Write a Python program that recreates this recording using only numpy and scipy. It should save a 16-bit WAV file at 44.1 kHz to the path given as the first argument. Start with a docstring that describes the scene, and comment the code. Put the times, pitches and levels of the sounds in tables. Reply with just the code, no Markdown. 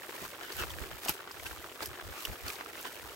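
"""Hands knead wet clay in a plastic tub outdoors. Tiny films burst in a fizz, squeezed mud squelches in the
hollow between the fingers, trapped air spits out and wet contacts click. The clay thuds on the tub;
once a lump is slapped down and its cavity rings. Behind it, water patters steadily on wet ground,
light gusts buffet the microphone and the distance hisses faintly."""
import sys
import numpy as np
from scipy import signal
from scipy.fft import rfft, irfft, next_fast_len
from scipy.io import wavfile
from scipy.ndimage import uniform_filter1d

SR = 44100
rng = np.random.default_rng(int(sys.argv[2]) if len(sys.argv) > 2 else 0)


def bounce(signal):
    """Save signal as a 16-bit WAV file at the path given by the first command-line argument."""
    frames = np.transpose(np.atleast_2d(signal))
    limited = np.clip(frames, -1, 1)
    pcm = np.round(limited * 32767).astype(np.int16)
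    wavfile.write(sys.argv[1], SR, pcm)


N = 138915

# distant hiss spectrum (frequency [Hz], gain [dB])
HISS_SPECTRUM = [(25, -34), (70, 7.5), (180, 1), (320, 10.5), (650, -1), (2800, -6), (6000, -32),
                 (16000, -24)]
# gusts (peak time [s], rise and fall width [s], relative level [dB])
GUST_EVENTS = [(0.616, 0.038, -44), (0.745, 0.089, -47.5), (0.813, 0.017, -43), (0.938, 0.027, -49),
               (1.502, 0.092, -52.5), (1.896, 0.032, -50), (2.079, 0.028, -44.5), (2.306, 0.017, -40.5),
               (2.461, 0.024, -45), (3.06, 0.035, -54)]
# buffeting spectrum (frequency [Hz], gain [dB])
GUST_SPECTRUM = [(20, -26), (35, -10), (55, 5.5), (85, 2.5), (130, -7.5), (250, -20.5), (1500, -71)]
# spectrum of splats and wet clicks (frequency [Hz], gain [dB])
WET_SPECTRUM = [(100, -14.5), (220, -13.5), (320, 7), (450, 5), (600, 1), (1500, 1.5), (2100, -2.5),
                (3600, -5), (5500, -12.5), (16000, -37)]
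# slow swing of the patter (time [s], gain [dB])
PATTER_GAIN = [(0, 3), (.9, 1), (1.27, -0.5), (1.7, 1), (3.15, 2)]
# clay slapped or pressed on the tub (time [s], level [dB], decay [s])
THUD_EVENTS = [(0.219, -49, 0.046), (0.813, -43.5, 0.011), (1.095, -35.5, 0.0096), (2.3, -37, 0.0045)]
# thud spectrum (frequency [Hz], gain [dB])
THUD_SPECTRUM = [(35, -6), (85, 0.5), (200, -2), (400, -7.5), (850, -20), (5000, -64)]
# modes of the cavity under the slapped lump (frequency [Hz], level [dB])
CAVITY_MODES = [(851, -27.5), (1360, -31.5), (2380, -33), (2950, -35)]
# single wet clicks (time [s], relative level [dB], pitch [Hz])
CLICK_EVENTS = [(0.25, -30, 1640), (0.409, -30, 1460), (0.431, -31, 1600), (0.501, -28, 1280),
                (0.621, -23, 1350), (0.635, -24, 1450), (0.784, -31, 1400), (0.912, -30, 1580),
                (1.058, -25, 700), (1.204, -31.5, 1330), (1.273, -30, 1250), (1.308, -33, 1320),
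                (1.396, -30, 2300), (1.457, -29, 800), (1.51, -30.5, 1390), (1.641, -30, 1140),
                (1.804, -28, 1240), (1.996, -31, 1630), (2.009, -31, 1150), (2.27, -32, 1500),
                (2.462, -28, 1310), (2.608, -28, 1790), (2.659, -29, 1520), (2.851, -22.5, 1000)]
# escaping air pockets, plus the hard crack of the lump slapped down at 1.094 s (time [s], level [dB], pitch
# [Hz], decay [s])
SPIT_EVENTS = [(.522, -37.5, 4480, .003), (.566, -39, 12300, 0.0027), (0.704, -40.5, 3130, 0.0059),
               (1.052, -40, 11000, .003), (1.084, -29, 2600, 0.0045), (1.0855, -29, 8000, 0.0018),
               (1.087, -35.5, 4700, 0.0082), (1.0941, -16, 12600, 0.00082), (1.314, -42.5, 4940, .004),
               (1.465, -36.5, 2670, 0.0034), (1.828, -37, 4500, 0.0034), (1.858, -36.5, 5000, 0.0033),
               (1.859, -34.5, 12100, 0.003), (2.252, -33, 13000, 0.0023), (2.2519, -30.5, 2900, 0.0043),
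               (2.2539, -37, 5100, .002), (2.482, -31, 4640, 0.0018), (2.493, -45, 12800, 0.0035),
               (2.502, -34, 2550, 0.003), (2.557, -39, 4400, 0.0014), (2.811, -42, 12900, .004)]
# mud forced between fingers (peak time [s], rise [s], fall [s], relative level [dB], hollow pitch [Hz])
SQUELCH_EVENTS = [(.232, 0.031, 0.019, -47.5, 930), (.435, 0.0078, 0.091, -49.5, 1510),
                  (0.598, 0.011, 0.011, -38, 1430), (0.625, 0.012, 0.014, -40.5, 1360),
                  (.82, 0.019, 0.047, -51, 440), (1.063, 0.0047, 0.044, -45, 453),
                  (1.093, 0.0049, 0.0076, -39.5, 1320), (1.463, 0.0065, 0.011, -43.5, 1570),
                  (1.831, 0.015, 0.0069, -40, 820), (2.185, 0.042, 0.045, -48, 1290),
                  (2.335, 0.014, 0.019, -48, 750), (2.478, 0.018, 0.02, -42, 1250),
                  (2.609, 0.018, 0.011, -46, 1100), (2.792, 0.015, 0.015, -46, 1380),
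                  (2.868, 0.016, 0.022, -45, 1520)]
# squelch crackle spectrum (frequency [Hz], gain [dB])
SQUELCH_SPECTRUM = [(150, 1), (350, 18.5), (800, 10), (1100, -7.5), (2800, -7), (3700, -4.5), (5000, -1),
                    (8000, -16), (16000, 1)]
# modes of the hollow between the fingers (pitch multiple [ratio], gain [dB])
HOLLOW_MODES = [(.58, -11), (1, -4), (1.95, -8.5)]
# fizz of sliding clay (time [s], level [dB])
FIZZ_LEVEL = [(0, -52), (.18, -48), (.24, -44.5), (.31, -51), (.39, -55.5), (0.429, -49), (.49, -53.5),
              (.56, -42), (.62, -46), (.67, -49.5), (.83, -47.5), (.88, -53), (1.01, -51.5), (1.05, -40),
              (1.07, -48), (1.096, -31), (1.12, -43.5), (1.23, -57.5), (1.41, -50), (1.475, -45.5),
              (1.51, -51), (1.79, -53), (1.83, -43.5), (1.87, -46.5), (1.91, -55), (2.05, -52.5),
              (2.16, -48.5), (2.25, -44), (2.31, -50), (2.45, -51.5), (2.475, -43.5), (2.54, -45),
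              (2.6, -54), (2.745, -52.5), (2.765, -47), (2.9, -49.5), (3.15, -52)]
# fizz spectrum (frequency [Hz], gain [dB])
FIZZ_SPECTRUM = [(500, -5.5), (1500, 5), (2800, 4), (4000, 3), (8500, 3), (10000, 0), (12000, 5),
                 (14500, 1.5), (16000, 5)]
# stereo width (frequency [Hz], side gain [dB])
SIDE_GAIN = [(100, -4), (300, -12), (600, -6.5), (1300, -2), (4000, 0.5), (9000, -6.5), (13000, -10.5)]


def from_db(db):
    """Decibels to gain."""
    return 10 ** (np.asarray(db) / 20)


def unit_rms(x):
    """Scale to rms 1."""
    return x / np.sqrt(np.mean(x ** 2) + 1e-20)


def times_s():
    """Time of every sample."""
    return np.arange(N) / SR


def add(out, sound, time_s):
    """Mix in a short sound."""
    start = int(np.clip(time_s * SR, 0, N - 1))
    out[..., start:start + sound.shape[-1]] += sound[..., :N - start]


def flatten(x, window_s):
    """Hold the running rms at 1."""
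    power = uniform_filter1d(x ** 2, max(int(window_s * SR), 3))
    return x / np.sqrt(np.abs(power) + 1e-12)


def bin_gains(spectrum, size):
    """FFT bin gains from (Hz, dB) points, interpolated in log frequency."""
    hz, db = np.transpose(spectrum)
    return from_db(np.interp(np.log(np.fft.rfftfreq(size, 1 / SR) + 1), np.log(hz), db))


def colour(x, spectrum):
    """Minimum-phase filter, unit power gain."""
    size = next_fast_len(N + 8192, True)
    cepstrum = irfft(np.log(unit_rms(bin_gains(spectrum, size))), size)
    cepstrum[1:size // 2] *= 2
    cepstrum[size // 2 + 1:] = 0
    return irfft(rfft(x, size) * np.exp(rfft(cepstrum)), size)[..., :N]


def resonate(x, hz, q):
    """Fixed resonance, peak gain 1."""
    w = 2 * np.pi * min(hz, .45 * SR) / SR
    damping = np.sin(w) / (2 * q)
    return signal.lfilter([damping, 0, -damping], [1 + damping, -2 * np.cos(w), 1 - damping], x + 1e-18)


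def glide(x, hz, width_hz):
    """Resonance with per-sample pitch, rms 1."""
    carrier = np.exp(2j * np.pi * np.cumsum(hz) / SR)
    baseband = signal.lfilter([1], [1, -np.exp(-np.pi * width_hz / SR)], x / carrier + 1e-18)
    return unit_rms((carrier * baseband).real)


def swell(peak_s, rise_s, fall_s):
    """Asymmetric Gaussian envelope."""
    t = times_s() - peak_s
    return np.exp(-.5 * (t / np.where(t < 0, rise_s, fall_s)) ** 2)


def burst(lead_s, rise_s, decay_s):
    """Exponential rise and decay, peak at lead_s."""
    t = np.arange(SR // 8) / SR - lead_s
    return np.exp(-np.abs(t) / np.where(t < 0, rise_s, decay_s))


def grains(per_s, spread_db):
    """Random impulses of uneven size and sign."""
    sizes = from_db(spread_db * np.minimum(rng.exponential(1, N), 2.8))
    return sizes * rng.choice([-1, 1], N) * (rng.random(N) < per_s / SR)


def crackle(per_s, spread_db):
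    """Dense clicks from random directions; mid/side, rms 1."""
    clicks = unit_rms(grains(per_s, spread_db))
    return np.array([clicks, np.roll(clicks * rng.choice([-1, 1], N), 2)])


def smack(hz, q, ring_db, decay_s, spray_db):
    """Wet contact: an impulse and a dying spray ring at one pitch; mid/side."""
    envelope = np.exp(-np.arange(SR // 30) / (decay_s * SR))
    contact = from_db(spray_db) * envelope * rng.standard_normal((2, len(envelope)))
    contact[:, 0] += [1, rng.uniform(-.62, 1)]
    return contact + from_db(ring_db) * resonate(contact, hz, q)


def left_right(mid, side):
    """Mid/side to left/right."""
    return np.array([mid + side, mid - side])


def distant_hiss(level_db=-59.5):
    """Steady outdoor noise; mid/side."""
    return from_db(level_db) * colour(rng.standard_normal((2, N)), HISS_SPECTRUM)


def wind(mid_db=-3, side_db=-1):
    """Low buffeting, separate at each microphone port; left/right."""
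    power = sum((from_db(db) * swell(peak_s, width_s, width_s)) ** 2
                for peak_s, width_s, db in GUST_EVENTS)
    rumble = flatten(colour(rng.standard_normal((2, N)), GUST_SPECTRUM), window_s=.088)
    return left_right(*(rumble * np.sqrt(power) * from_db([[mid_db], [side_db]])))


def bubbles(per_s=170, pitches=20, cycles_to_minus_60_db=21.4):
    """Bubbles left by drops ring briefly; mid/side, rms 1."""
    q = cycles_to_minus_60_db * np.pi / np.log(1000)
    out = np.zeros((2, N))
    for hz in np.geomspace(380, 2400, pitches):
        ringing = resonate(grains(per_s / pitches, spread_db=2.5), hz, q)
        out += ringing / np.sqrt(hz) * np.array([[1], [rng.uniform(-1, 1)]])
    return unit_rms(out)


def splats(per_s=220, spread_db=5.6, centre_hz=1100, spread_octaves=1.6):
    """Drops hit wet ground, each at its own pitch; mid/side, rms 1."""
    out, time_s = np.zeros((2, N)), 0
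    while time_s < N / SR:
        size, pitch = rng.uniform(-1.05, 1, 2)
        hz = centre_hz * 2 ** (spread_octaves * pitch)
        drop = smack(hz, q=6.1, ring_db=7.5, decay_s=.0028, spray_db=-11.5)
        add(out, from_db(spread_db * size) * drop, time_s)
        time_s += rng.exponential(1 / per_s)
    return unit_rms(colour(out, WET_SPECTRUM))


def water():
    """Patter of bubbles and splats, easing slightly midway; mid/side."""
    patter = from_db(-58) * bubbles() + from_db(-53.5) * splats()
    return patter * from_db(np.interp(times_s(), *np.transpose(PATTER_GAIN)))


def yard(x, echo_db=-17, decay_s=.016, gap_s=.002):
    """Add faint, short scatter from ground, buckets and blocks."""
    t = times_s()[:SR // 4]
    tail = rng.standard_normal((2, len(t))) * np.exp(-t / decay_s) * (t > gap_s)
    tail /= np.sqrt(np.sum(tail[0] ** 2))
    return x + from_db(echo_db) * signal.fftconvolve(x, tail, axes=1)[:, :N]


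def thuds(lead_s=.02):
    """Dull blows of clay on the tub bottom; mid/side."""
    envelope = np.zeros(N)
    for time_s, db, decay_s in THUD_EVENTS:
        add(envelope, from_db(db) * burst(lead_s, rise_s=.0011, decay_s=decay_s), time_s - lead_s)
    return envelope * flatten(colour(rng.standard_normal((2, N)), THUD_SPECTRUM), window_s=.027)


def slap(time_s=1.0925, decay_s=.0046):
    """The landing lump traps a cavity that rings briefly; mid only."""
    t = np.maximum(times_s() - time_s, 0)
    modes = sum(from_db(db) * np.sin(2 * np.pi * hz * t) for hz, db in CAVITY_MODES)
    return np.array([modes * np.exp(-t / decay_s), np.zeros(N)])


def wet_clicks(gain_db=-2.8, lag_s=.0018):
    """Louder single smacks of water and mud; mid/side."""
    out = np.zeros((2, N))
    for time_s, db, hz in CLICK_EVENTS:
        click = smack(hz, q=3.5, ring_db=7, decay_s=.003, spray_db=-9.5)
        add(out, from_db(db + gain_db) * click, time_s + lag_s)
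    return colour(out, WET_SPECTRUM)


def spits(q=15, climb_per_s=6, spray_db=-7, side_db=-6, lead_s=.01):
    """Air escapes a small opening: broad spray plus the shrinking pocket's rising ring; the slapped lump's hard
    crack is made the same way; mid/side."""
    out = np.zeros((2, N))
    for time_s, db, hz, decay_s in SPIT_EVENTS:
        envelope = burst(lead_s, rise_s=.22 * decay_s, decay_s=decay_s)
        pitch_hz = hz * (1 + climb_per_s * (times_s()[:len(envelope)] - lead_s))
        puff, jet = rng.standard_normal((2, 2, len(envelope)))
        tone = flatten(glide(puff, pitch_hz, width_hz=hz / q), window_s=.00058)
        spray = from_db(spray_db) * unit_rms(resonate(jet, hz, q=.36))
        add(out, from_db(db) * envelope * (tone + spray), time_s - lead_s)
    return out * from_db([[0], [side_db]])


def squelches(direct_db=-7.5):
    """Hard squeezes crackle and ring a hollow that changes size as the fingers close; mid/side."""
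    pops = flatten(crackle(per_s=2000, spread_db=3.5), window_s=.006)
    effort = sum(from_db(db) * swell(peak_s, rise_s, fall_s)
                 for peak_s, rise_s, fall_s, db, _ in SQUELCH_EVENTS)
    peaks_s, *_, hollow_hz = np.transpose(SQUELCH_EVENTS)
    pitch_hz = np.exp(np.interp(times_s(), peaks_s, np.log(hollow_hz)))
    ringing = sum(from_db(db) * glide(pops, pitch_hz * ratio, width_hz=220) for ratio, db in HOLLOW_MODES)
    return from_db(direct_db) * colour(pops * effort, SQUELCH_SPECTRUM) + ringing * effort


def fizz(clump_db=2.7, clump_s=.003):
    """Tiny films burst in clumps as clay slides under the hands; mid/side."""
    flicker = unit_rms(uniform_filter1d(rng.standard_normal(N), int(clump_s * SR)))
    films = crackle(per_s=7000, spread_db=.5) * unit_rms(from_db(clump_db * flicker))
    return colour(films, FIZZ_SPECTRUM) * from_db(np.interp(times_s(), *np.transpose(FIZZ_LEVEL)))


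def scene(balance_db=.3):
    """Clay and water in an open yard, with hiss and wind; left/right."""
    hiss, gusts = distant_hiss(), wind()
    clay = yard(fizz() + squelches() + slap() + thuds() + wet_clicks())
    escaping_air = left_right(*spits())
    mid, side = clay + hiss + water()
    side = irfft(rfft(side) * bin_gains(SIDE_GAIN, N), N)
    return (left_right(mid, side) + escaping_air) * from_db([[-balance_db], [balance_db]]) + gusts


def record(dry, cutoff_hz=15800):
    """Steep elliptic low-pass."""
    return signal.sosfilt(signal.ellip(12, .1, 80, cutoff_hz, fs=SR, output="sos"), dry)


dry = scene()
out = record(dry)
bounce(out)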